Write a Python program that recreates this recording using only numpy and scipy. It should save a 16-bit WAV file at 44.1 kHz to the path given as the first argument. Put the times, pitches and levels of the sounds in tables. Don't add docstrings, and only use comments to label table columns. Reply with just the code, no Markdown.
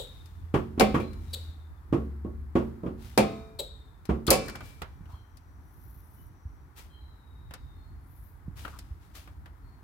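import sys
import numpy as np
from scipy import signal
from scipy.fft import rfft, irfft, next_fast_len
from scipy.io import wavfile
from scipy.ndimage import uniform_filter1d

SR = 44100
rng = np.random.default_rng(int(sys.argv[2]) if len(sys.argv) > 2 else 0)


def digitize_waveform(pressure):
    field = np.atleast_2d(pressure).T
    bounded = np.clip(field, -1, 1)
    quanta = np.round(bounded * 32767).astype(np.int16)
    wavfile.write(sys.argv[1], SR, quanta)


N = 433503
TIME = np.arange(N) / SR
AGE = np.arange(32768) / SR


def amp(db):
    return 10 ** (np.asarray(db) / 20)


def unit(x):
    return x / np.sqrt(np.mean(x ** 2) + 1e-20)


def fall(t60):
    return np.exp(-np.log(1000) * AGE / t60)


def read(points, hz):
    f, value = np.transpose(points)
    return np.interp(np.log(hz + 1), np.log(f + 1), value)


def swell(s, db):
    inside = 1. * ((TIME >= s[0]) & (TIME <= s[-1]))
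    return amp(np.interp(TIME, s, db)) * uniform_filter1d(inside, size=900)


def wander(per_s):
    return np.interp(TIME * per_s, np.arange(512), rng.standard_normal(512))


def jitter(size, smooth):
    return unit(uniform_filter1d(rng.standard_normal(size), size=smooth))


def add(mix, s, sound, pan_db=0):
    sound = sound * amp([[pan_db / 2], [-pan_db / 2]])
    sound = sound[:, max(-round(s * SR), 0):]
    part = mix[:, max(round(s * SR), 0):][:, :sound.shape[1]]
    part += sound[:, :part.shape[1]]


# f/Hz, likeness/0-1
MIC_LIKENESS = [(30, 0.4), (100, 0.78), (250, 0.9), (500, 0.5), (1000, 0), (4000, 0.03), (14000, 0)]


def noise(spectrum, size):
    full = next_fast_len(size)
    hz = np.fft.rfftfreq(full, 1 / SR)
    left, other = np.exp(2j * np.pi * rng.random((2, len(hz))))
    alike = np.clip(read(MIC_LIKENESS, hz), -1, 1)
    right = alike * left + np.sqrt(1 - alike ** 2) * other
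    shaped = np.array([left, right]) * amp(read(spectrum, hz)) * (hz > 0)
    return unit(irfft(shaped, full)[:, :size])


def wash(spectrum, decay, tilt_db=0, count=9):
    hz = np.fft.rfftfreq(len(AGE), 1 / SR)
    tilted = [(f, db + tilt_db * np.log2(f)) for f, db in spectrum]
    z = rfft(noise(tilted, len(AGE)))
    centres = np.geomspace(60, 15000, count)
    out = 0
    for f, band in zip(centres, np.eye(count)):
        share = read(np.c_[centres, band], hz)
        out = out + irfft(z * share) * fall(read(decay, f))
    return out


def onset(rise):
    return 1 - np.exp(-AGE / rise)


def ring(modes, detune=.006, apart=1):
    out = np.zeros((2, len(AGE)))
    for hz, db, t60 in modes:
        drift, skew, start = rng.standard_normal(3)
        phase = start + np.array([[1], [-1]]) * apart * skew * (1 - read(MIC_LIKENESS, hz))
        tone = np.sin(2 * np.pi * hz * (1 + detune * drift) * AGE + phase)
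        out += amp(db) * fall(t60) * tone
    return out * onset(0.00082)


def jangle(low_hz, high_hz, t60, count=64):
    place, size, life = rng.random((3, count))
    hz = low_hz * (high_hz / low_hz) ** place
    lives = t60 * (.5 + life) * np.sqrt(low_hz / hz)
    return ring(np.c_[hz, -12 * size, lives]) / np.sqrt(count / 6)


def push(width):
    u = AGE / width - 3
    return u * np.exp((1 - u ** 2) / 2)


# f/Hz, relative level/dB per Hz
WIND_SPECTRUM = [(10, -56), (22, -25), (32, -17.5), (45, 3), (70, 1.5), (90, -4), (110, -6), (230, -22.5),
                 (280, -19), (450, -37), (800, -74)]
# f/Hz, relative level/dB per Hz
TRAFFIC_SPECTRUM = [(150, -1), (350, 2), (550, -7), (900, 1.5), (1400, -2.5), (2000, -9), (2800, -20.5),
                    (4200, -20.5), (6000, -24.5), (9000, -24.5), (13000, -22.5), (16000, -27.5)]
# t/s, level/dB
WIND_COURSE = [(0, -44.5), (0.9, -44.5), (1.6, -45.5), (2.7, -45), (3.8, -51), (6.5, -48.5), (7.5, -49.5),
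               (8.7, -45), (9.83, -49)]
# t/s, f/Hz, level/dB before drone_db
ENGINE_COURSE = [(0.15, 85.2, -68), (0.35, 84.8, -42.5), (0.8, 83, -44), (1.499, 81.3, -40.5),
                 (1.85, 72.9, -50.5), (2.02, 70.7, -34.5), (2.45, 72.4, -38), (2.95, 75.7, -53)]


def outdoors(gust_db=3, gusts_per_s=14, traffic_db=-63.0, swell_db=-0.46,
             drone_db=-1.5, idle_db=-56, idle_hz=81):
    out = np.zeros((2, N))
    wind = unit(noise(WIND_SPECTRUM, N) * amp(gust_db * wander(gusts_per_s)))
    add(out, 0, amp(np.interp(TIME, *np.transpose(WIND_COURSE))) * wind, -3.5)
    add(out, 0, amp(traffic_db + swell_db * wander(2.8)) * noise(TRAFFIC_SPECTRUM, N), 1.5)
    s, hz, db = np.transpose(ENGINE_COURSE)
    engine = np.sqrt(2) * np.sin(2 * np.pi * np.cumsum(np.interp(TIME, s, hz)) / SR)
    add(out, 0, amp(drone_db) * swell(s, db) * engine, -1)
    idle_level = amp(idle_db + 3 * wander(3))
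    idle = np.sin(2 * np.pi * np.cumsum(idle_hz + 1.5 * wander(1.3)) / SR)
    add(out, 0, idle_level * idle, -3)
    return out


# t/s, level/dB, starting f/Hz, level/dB of the hollow note under it
BIRD_CHIPS = [(-0.022, -33.5, 4400, -31.5), (1.329, -36.5, 5050, -42), (3.587, -35, 4520, -32)]
# f/Hz, relative level/dB per Hz
HOLLOW_SPECTRUM = [(250, -33), (440, -13), (520, -7.5), (560, -9.5), (640, -22.5), (1000, -26), (3000, -67)]
# f/Hz, relative level/dB per Hz
CHIP_ECHO_SPECTRUM = [(2000, -64), (3100, -17), (3500, -7), (3720, 2), (3920, -5.5), (4150, -15),
                      (4380, -9.5), (4650, -26), (5000, -34.5), (8000, -68)]


def birds(end_hz=3640, length=0.025, echo_db=-16, echo_t60=0.68,
          linger_db=-13, linger_hz=3820, linger_t60=.8, sag_hz_per_s=650,
          second_voice=.86, second_db=-12, wall_db=-7, wall_t60=0.23):
    out = np.zeros((2, N))
    t = AGE[AGE < length]
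    rasp = .08
    for s, db, start_hz, hollow in BIRD_CHIPS:
        hz = end_hz + (start_hz - end_hz) * np.exp(-t / 0.01)
        shaken_hz = hz * (1 + rasp * jitter(len(t), 12))
        phase = 2 * np.pi * np.cumsum(shaken_hz) / SR + rng.uniform(-1, 1, (2, 1))
        voice = sum(amp(level) * np.sin((k + 1) * phase) for k, level in enumerate([-1.5, -9, -14, -18]))
        voice = voice + amp(second_db) * np.sin(second_voice * phase)
        chip = amp(db) * unit(voice * signal.windows.tukey(len(t), .7))
        add(out, s, chip, 2)

        walls = wash([(2000, 0), (16000, 0)], [(3000, wall_t60), (5000, wall_t60)]) * onset(.002)
        smear = signal.fftconvolve(chip, walls / np.linalg.norm(walls[0]), axes=1)
        add(out, s, amp(wall_db) * smear, 1)
        echo = wash(CHIP_ECHO_SPECTRUM, [(3000, echo_t60), (5000, echo_t60)])
        add(out, s, amp(db + echo_db) * echo * onset(0.0045))

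        sagging = np.sin(2 * np.pi * (linger_hz - sag_hz_per_s * AGE / 2) * AGE)
        linger = sagging * noise([(10, 1.5), (55, -7), (260, -33.5), (2000, -90.5)], len(AGE))
        add(out, s, amp(db + linger_db) * linger * fall(linger_t60) * onset(.01))
        add(out, s, amp(hollow) * wash(HOLLOW_SPECTRUM, [(100, 0.32), (1000, 0.17)]) * onset(.006))
    return out


STROKE_FADE_DB = -26


def stroke(s, rise, fade):
    age = TIME - s
    rising = np.sin(np.pi / 2 * np.clip(age / rise, 0, 1)) ** 2
    return rising * amp(STROKE_FADE_DB * np.maximum(age - rise, 0) / fade)


# t/s, swell time/s, fade time/s, level/dB before cloth_db
SLEEVE_RUBS = [(0.0, .01, 1, -60.5), (0.95, 0.49, 0.27, -60), (2.95, 0.12, 0.34, -54.5),
               (4.6, 0.066, 0.29, -53.5), (5.06, 0.064, 0.14, -63.5), (6.75, 0.034, 0.14, -49),
               (8.549, 0.037, 0.39, -50), (8.99, 0.045, 0.48, -67.5), (9.135, 0.029, 0.15, -48)]
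# f/Hz, relative level/dB per Hz
CLOTH_SPECTRUM = [(300, 0), (1500, 1), (3800, -0.5), (7000, -6), (13000, -7.5), (16000, -12.5)]
# t/s, peak level/dB before panning, f/Hz, swell time/s
SOFT_BUMPS = [(0.992, -29, 118, 0.0088), (4.093, -25.5, 68.3, 0.022), (4.282, -28.5, 62.8, 0.015),
              (5.008, -36.5, 126, 0.0025), (5.134, -32.5, 72, 0.0066), (6.453, -29, 72.8, 0.0061),
              (7.019, -35, 68.5, 0.011), (8.48, -27, 145, 0.0027), (8.811, -41, 49, 0.019),
              (8.907, -31, 70.6, 0.0083)]


def handling(cloth_db=-1, grain_db=1.5):
    out = np.zeros((2, N))
    grain = amp(grain_db * jitter(N, 90))
    rubbing = sum(amp(db) * stroke(s, rise, fade) for s, rise, fade, db in SLEEVE_RUBS)
    add(out, 0, amp(cloth_db) * unit(noise(CLOTH_SPECTRUM, N) * grain) * rubbing, 2)
    for s, peak, hz, rise in SOFT_BUMPS:
        envelope = AGE / rise * np.exp(1 - AGE / rise)
        add(out, s, amp(peak) * np.sin(2 * np.pi * hz * AGE) * envelope, -4)
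    return out


# t/s, knock level/dB and click level/dB before trims, left-right/dB
SMALL_TICKS = [(0.257, -71, -62.5, 15), (1.131, -57, -59, 3), (4.053, -55.5, -52.5, 5.5),
               (4.459, -60.5, -52, 2), (4.482, -44.5, -43.5, 3), (4.496, -43, -44, -2),
               (4.555, -41, -47.5, -5), (4.606, -42.5, -61, -4), (4.818, -35.5, -46.5, -7),
               (5.055, -58, -74, -1.5), (5.37, -79.5, -57.5, 5), (7.508, -46.5, -75, -1.5),
               (7.537, -44.5, -44.5, -1), (8.649, -39.5, -70, 2.5), (8.678, -48, -58, -9),
               (8.788, -58, -45, -1), (9.274, -51.5, -78, 1), (9.458, -50.5, -64.5, -0.5)]
# f/Hz, relative level/dB per Hz
KNOCK_SPECTRUM = [(100, 6.5), (400, -5), (800, -5.5), (1400, -4.5), (2000, -10), (3000, -11.5), (6000, -26)]
# f/Hz, relative level/dB per Hz
CRACK_SPECTRUM = [(500, -17), (1500, -5.5), (3200, -3.5), (5000, 3), (6200, -3.5), (7500, -1.5), (9000, -1),
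                  (13500, -3.5), (16000, -13)]
# f/Hz, t60/s
SMALL_PART_DECAY = [(200, 0.088), (1300, 0.2), (4000, 0.088), (14000, .04)]


def ticks(knock_db=2, click_db=0, contact_db=7, contact_s=.003):
    out = np.zeros((2, N))
    contact = (1 + amp(contact_db) * np.exp(-AGE / contact_s)) * onset(0.0017)
    for s, knock, click, pan in SMALL_TICKS:
        hollow = amp(knock + knock_db) * wash(KNOCK_SPECTRUM, SMALL_PART_DECAY)
        bright = amp(click + click_db) * wash(CRACK_SPECTRUM, SMALL_PART_DECAY)
        add(out, s, (hollow + bright) * contact, pan)
    return out


# t/s, body level/dB and edge level/dB before trims,
# left-right/dB of the body before trim
HOOD_THUDS = [(0.54, -19.5, -27, -3), (0.777, -29.5, -45.5, -3.5), (0.943, -21.5, -27, -2),
              (1.926, -20.5, -35, -3), (2.248, -33, -62, -2.5), (2.554, -18.5, -31, -2),
              (2.834, -30.5, -57, -2), (2.862, -30, -46.5, -3), (4.091, -22.5, -35, -3.5),
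              (4.28, -22.5, -25.5, -5.5)]
# f/Hz, relative level/dB per Hz
PANEL_BODY_SPECTRUM = [(10, -55.5), (25, -21), (50, -5), (130, -10.5), (240, -1), (360, -0.5), (520, -4.5),
                       (750, -9.5), (1200, -16.5), (2000, -45), (5000, -78.5)]
# f/Hz, relative level/dB per Hz
PANEL_EDGE_SPECTRUM = [(300, -21.5), (700, -2.5), (1150, 5.5), (1800, -10), (2700, -11), (4000, -22.5),
                       (7000, -29), (15000, -39.5)]
# f/Hz, relative level/dB, t60/s
PANEL_MODES = [(66.6, -15.5, 0.22), (133, -6, 0.47), (185.4, -4.5, 0.39), (225.1, -4.5, 0.6),
               (278, -1, 0.15), (337, -1, 0.24), (369.4, -6, 0.53), (447, -10, .35), (523, -12.5, .25),
               (633, -12, 0.057), (890, -22.5, 0.14), (1106, -12, 0.29), (1350, -27.5, 0.31)]
# f/Hz, t60/s
SHEET_DECAY = [(60, 0.13), (250, 0.38), (600, 0.21), (1500, 0.23), (4000, 0.24), (14000, 0.22)]


def hood(body_db=-3, edge_db=0, modes_db=-5, jangle_db=-6, push_db=8,
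         rebound_s=.0195, rebound_db=-2, firm_db=-23, dulling=0.23):
    out = np.zeros((2, N))
    brackets = jangle(900, 3600, 0.15)
    shove = amp(push_db) * push(.0008)
    for s, level, edge, pan in HOOD_THUDS:
        tilt = dulling * min(level - firm_db, 0)
        body = amp(body_db) * wash(PANEL_BODY_SPECTRUM, SHEET_DECAY, tilt) * onset(0.0043)
        body = body + amp(modes_db) * ring(PANEL_MODES)
        add(out, s, amp(level) * (body + shove), pan - 1)
        add(out, s + rebound_s, -amp(level + rebound_db) * shove, pan - 2)
        rim = amp(edge_db) * wash(PANEL_EDGE_SPECTRUM, SHEET_DECAY) + amp(jangle_db) * brackets
        add(out, s, amp(edge) * rim * onset(0.0026), 1)
    return out


def shudder(rumble_db=-21, rumble_t60=0.64, rattle_db=-33, rattle_t60=1.0):
    out = np.zeros((2, N))
    blows = [(s, body) for s, body, _, _ in HOOD_THUDS]
    blows += [(s, clang) for s, _, _, _, clang, _, _ in LATCH_SNAPS]
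    for s, db in blows:
        rumble = amp(rumble_db - 60 * AGE / rumble_t60) * noise(WIND_SPECTRUM, len(AGE))
        rattle = amp(rattle_db - 60 * AGE / rattle_t60) * noise(TRAFFIC_SPECTRUM, len(AGE))
        add(out, s, amp(db) * (rumble + rattle) * onset(.01), -2)
    return out


# t/s, crack level/dB, first-contact spike/dB,
# brightness/dB an octave, clang level/dB, hood weight in the clang/dB, left-right/dB of the crack
LATCH_SNAPS = [(0.797, -32, 14, -4, -15.5, -11.5, 2.5), (0.808, -33, 21.5, -11, -13.5, -2, 4.5),
               (0.946, -62, 7, 5, -45, 8, -4.5), (0.999, -52, 9, -22, -31.5, 0.5, 3),
               (3.176, -27.5, 6, -4, -12.5, -2, -0.5), (4.267, -40, 9, 1, -45.5, -5, 1.5),
               (4.277, -41.5, 6.5, -2.5, -38, -8.5, -0.5), (4.304, -23.5, 15.5, 3.5, -18.5, -28, -3),
               (4.311, -29.5, 7.5, -2, -18, -13.5, -5), (4.328, -26, -7, -2, -20.5, -15, -4)]
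# f/Hz, relative level/dB per Hz
CLANG_SPECTRUM = [(20, -57), (110, -22), (250, -7.5), (340, -9.5), (450, -4), (540, 0.5), (650, -3.5),
                  (850, -4.5), (1100, -10.5), (1600, -20.5), (2400, -14.5), (3500, -29), (7000, -37.5)]
# f/Hz, t60/s
STEEL_DECAY = [(100, 1), (400, 0.32), (900, 0.15), (2400, 0.2), (6000, 0.2), (14000, .13)]
# f/Hz, relative level/dB, t60/s
PLATE_MODES = [(354, -11, 0.12), (372, -6, 0.23), (454, -4, 0.25), (528.2, -3.5, 0.25), (619, -11, 0.22),
               (760, -10, 0.4), (860, -9.5, 0.15), (1100, -11, 0.25), (2340, -11, 0.19),
               (2696, -20.5, 0.17)]
HOOD_WEIGHT_MODES = [(128, -8, 0.17), (173, -7.5, 0.11), (211.5, 0, 0.3), (250, -11, 0.12),
                     (299, -13.5, 0.15)]
CATCH_SPRING_MODES = [(436, -5, 1.2), (670, 2, 0.87), (879.5, 10.5, 0.13), (1270, -15.5, 0.76),
                      (1876, -22.5, .4), (2358, -25, 1.1), (2326, -24.5, .85), (2416, -23, 1.3),
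                      (2998, -21, .5)]
LEVER_SPRING_MODES = [(445, -9.5, 1.1), (1382, -9.5, 0.72), (1710, -11, 0.7), (1980, -5, .25),
                      (2267, -7.5, 1.0), (2340, -3, 1.1), (2640, -7, .55), (2650, -2.5, 0.49),
                      (2960, -1.5, .4), (4053, -17.5, .65)]
# t/s, catch spring level/dB, lever spring level/dB, both scaling the modes
SPRING_PLUCKS = [(0.808, -51, -48), (3.177, -33.5, -61), (4.311, -72.5, -39.5)]


def latch(crack_db=-2, contact_s=0.0067, clang_db=-3, modes_db=-4, weight_db=0,
          jangle_db=-20, sparkle_db=-7, jolt_db=5):
    out = np.zeros((2, N))
    brackets, pawl = jangle(1000, 4500, 0.56), jangle(4500, 14500, 0.22)
    for s, crack, spike, bright, clang, weight, pan in LATCH_SNAPS:
        contact = 1 + amp(spike) * np.exp(-AGE / contact_s)
        steel = amp(crack_db) * wash(CRACK_SPECTRUM, STEEL_DECAY, bright) * contact
        steel = steel + amp(sparkle_db) * pawl
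        add(out, s, amp(crack) * steel * onset(0.00032), pan)

        plate = amp(clang_db) * wash(CLANG_SPECTRUM, STEEL_DECAY)
        plate = plate + amp(modes_db) * ring(PLATE_MODES) + amp(jangle_db) * brackets
        add(out, s, amp(clang) * plate * onset(.002), -1.5)
        add(out, s, amp(clang + weight + weight_db) * ring(HOOD_WEIGHT_MODES) * onset(0.0082), -4)
        add(out, s, amp(clang + weight + jolt_db) * push(0.00036), -1)
    for s, catch, lever in SPRING_PLUCKS:
        add(out, s, amp(catch) * ring(CATCH_SPRING_MODES, detune=.001, apart=0.51))
        add(out, s, amp(lever) * ring(LEVER_SPRING_MODES, detune=0.0011, apart=0.64))
    return out


# t/s, length/s, start f/Hz, end f/Hz, level/dB before notes_db and far_direct_db
FAINT_NOTES = [(0.97, 0.13, 4100, 4030, -63), (1.228, 0.14, 3850, 3790, -64.5),
               (3.1, 0.38, 3670, 3740, -67), (5.076, .12, 4320, 3960, -77),
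               (5.079, 0.14, 3305, 3090, -71.5), (6.141, 0.096, 2990, 3010, -79),
               (6.858, 0.28, 4160, 3934, -71), (6.888, 0.085, 3230, 3085, -63.5),
               (7.005, 0.78, 3830, 3716, -76), (7.441, 0.42, 3790, 3584, -76),
               (7.707, 0.21, 4180, 4390, -78), (9.598, 0.14, 4300, 4360, -77.5)]


def faint_notes(notes_db=-5):
    waver = .014
    out = np.zeros((2, N))
    for s, length, start_hz, end_hz, db in FAINT_NOTES:
        size = round(length * SR)
        hz = np.linspace(start_hz, end_hz, size) * (1 + waver * jitter(size, 160))
        tone = np.sin(2 * np.pi * np.cumsum(hz) / SR) * np.sqrt(np.hanning(size))
        add(out, s, amp(db + notes_db) * unit(tone), 1)
    return out


def glide(length, start_hz, end_hz, width_hz):
    size = max(round(length * SR), 64)
    turns = np.cumsum(np.linspace(start_hz, end_hz, size)) / SR
    band = [(width_hz / 2, 0), (width_hz, -6), (4 * width_hz, -30), (20 * width_hz, -70)]
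    blur = noise(band, len(AGE))[:, :size]
    size = blur.shape[1]
    return unit(blur * np.cos(2 * np.pi * turns[:size]) * signal.windows.tukey(size, .7))


# t/s, length/s, start f/Hz, end f/Hz, level/dB
METAL_SLIPS = [(4.274, 0.011, 2810, 4900, -32), (4.285, 0.011, 1760, 1340, -44),
               (4.479, 0.019, 1465, 1670, -44), (4.552, 0.0052, 1430, 1660, -41.5),
               (4.602, 0.015, 1440, 1310, -49), (5.059, 0.14, 950, 1090, -61),
               (8.65, 0.0068, 1360, 1350, -36.5), (8.667, 0.026, 1325, 1360, -49),
               (8.714, 0.073, 1290, 1110, -56.5)]


def slips(width_hz=260):
    out = np.zeros((2, N))
    for s, length, start_hz, end_hz, db in METAL_SLIPS:
        add(out, s, amp(db) * glide(length, start_hz, end_hz, width_hz), 1)
    return out


LIFT_S = 4.3


def lift(gust_db=-31, gust_t60=0.16, clatter_db=-42, clatter_t60=0.79, knocks_per_s=170, uneven_db=5):
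    out = np.zeros((2, N))
    gust = amp(gust_db - 60 * AGE / gust_t60) * noise(WIND_SPECTRUM, len(AGE)) * onset(0.0055)
    add(out, LIFT_S, gust, -3.5)
    for _ in range(4):
        struck = rng.random(len(AGE)) < knocks_per_s / 4 / SR
        knocks = struck * amp(uneven_db * rng.uniform(-1, 1, len(AGE)))
        fading = unit(knocks) * amp(clatter_db - 60 * AGE / clatter_t60)
        knock = wash(KNOCK_SPECTRUM, SMALL_PART_DECAY)
        clatter = signal.fftconvolve(fading[None], knock, axes=1)
        add(out, LIFT_S, .5 * clatter / np.linalg.norm(knock[0]), -1)
    return out


# t/s, level/dB before the tone's own 3 dB loss
INSECT_COURSE = [(4.6, -85), (5.2, -80.5), (6.55, -78), (6.75, -90)]


def insect(buzz_hz=5850):
    tone = np.sin(2 * np.pi * buzz_hz * TIME)
    blur = noise([(200, 2), (450, -9.5), (1500, -38), (5000, -70)], N)
    return swell(*np.transpose(INSECT_COURSE)) * tone * blur


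# t/s, length/s, level/dB mid-move before grain, f/Hz of the main overtone
MOUNT_SWIVELS = [(5.603, 0.62, -65, 12600), (6.032, 0.31, -66, 12000), (8.002, 0.41, -65.5, 12500)]
# f/Hz, relative level/dB per Hz
MOUNT_HISS_SPECTRUM = [(7000, -1), (10000, -24), (12500, 0), (14000, 9), (16000, 4)]


def mount(whine_db=0, hiss_db=-4.0, sag=0.14, slow_db=-20, grain_db=2):
    out = np.zeros((2, N))
    hiss = noise(MOUNT_HISS_SPECTRUM, N)
    blur = noise([(300, -2.5), (750, 11), (2000, -30), (6000, -77)], N)
    for s, length, db, hz in MOUNT_SWIVELS:
        size = round(length * SR)
        slow = np.linspace(-1, 1, size) ** 2
        speed = 1 - sag * slow + .035 * jitter(N, 1500)[:size]
        phase = 2 * np.pi * np.cumsum(hz * speed) / SR
        whine = 0
        for k in range(9, 14):
            flutter = np.roll(blur, 3000 * k, axis=1)[:, :size]
            whine = whine + flutter * np.cos(k / 11 * phase) * amp(-4 * abs(k - 11))
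        grain = grain_db * jitter(N, 300)[:size]
        sound = unit(whine + amp(hiss_db) * hiss[:, :size])
        add(out, s, amp(whine_db + db + slow_db * slow + grain) * sound, 1)
    return out


# f/Hz, t60/s
YARD_ECHO_DECAY = [(100, 1), (500, 0.51), (2000, 0.18), (4000, 0.57), (8000, 0.79), (14000, 0.23)]


def yard(x):
    tail = wash([(100, 1.5), (4000, 4.5), (15000, -11.5)], YARD_ECHO_DECAY) * onset(0.0031)
    return signal.fftconvolve(x, tail / np.linalg.norm(tail[0]), axes=1)[:, :N]


def scene(car_echo_db=-20, bird_echo_db=-17, far_direct_db=-10):
    far_air = outdoors()
    chips, notes = birds(), faint_notes()
    car = ticks() + hood() + shudder() + latch() + slips() + lift()
    echo = yard(amp(car_echo_db) * car + amp(bird_echo_db) * chips + notes)
    near = car + handling() + mount()
    return near + chips + amp(far_direct_db) * notes + echo + insect() + far_air


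# f/Hz, left-right/dB
MIC_BALANCE = [(60, 2), (250, 0.5), (500, 0), (2000, 4.5), (4000, 3), (9000, 2.5), (14000, 9.5)]
CUTOFF_HZ = 16100


def record(dry, low_cut_hz=30):
    size = next_fast_len(N + len(AGE))
    lean = read(MIC_BALANCE, np.fft.rfftfreq(size, 1 / SR)) / 2
    heard = irfft(rfft(dry, size) * amp([lean, -lean]), size)[:, :N]
    low_cut = signal.butter(2, low_cut_hz, "high", fs=SR, output="sos")
    heard = signal.sosfilt(low_cut, heard)
    rounded = heard / (1 + (heard / .9) ** 4) ** (1 / 4)
    band_limit = signal.firwin(255, CUTOFF_HZ, window=("kaiser", 9), fs=SR)
    return signal.oaconvolve(rounded, band_limit[None], "same")


dry = scene()
out = record(dry)
digitize_waveform(out)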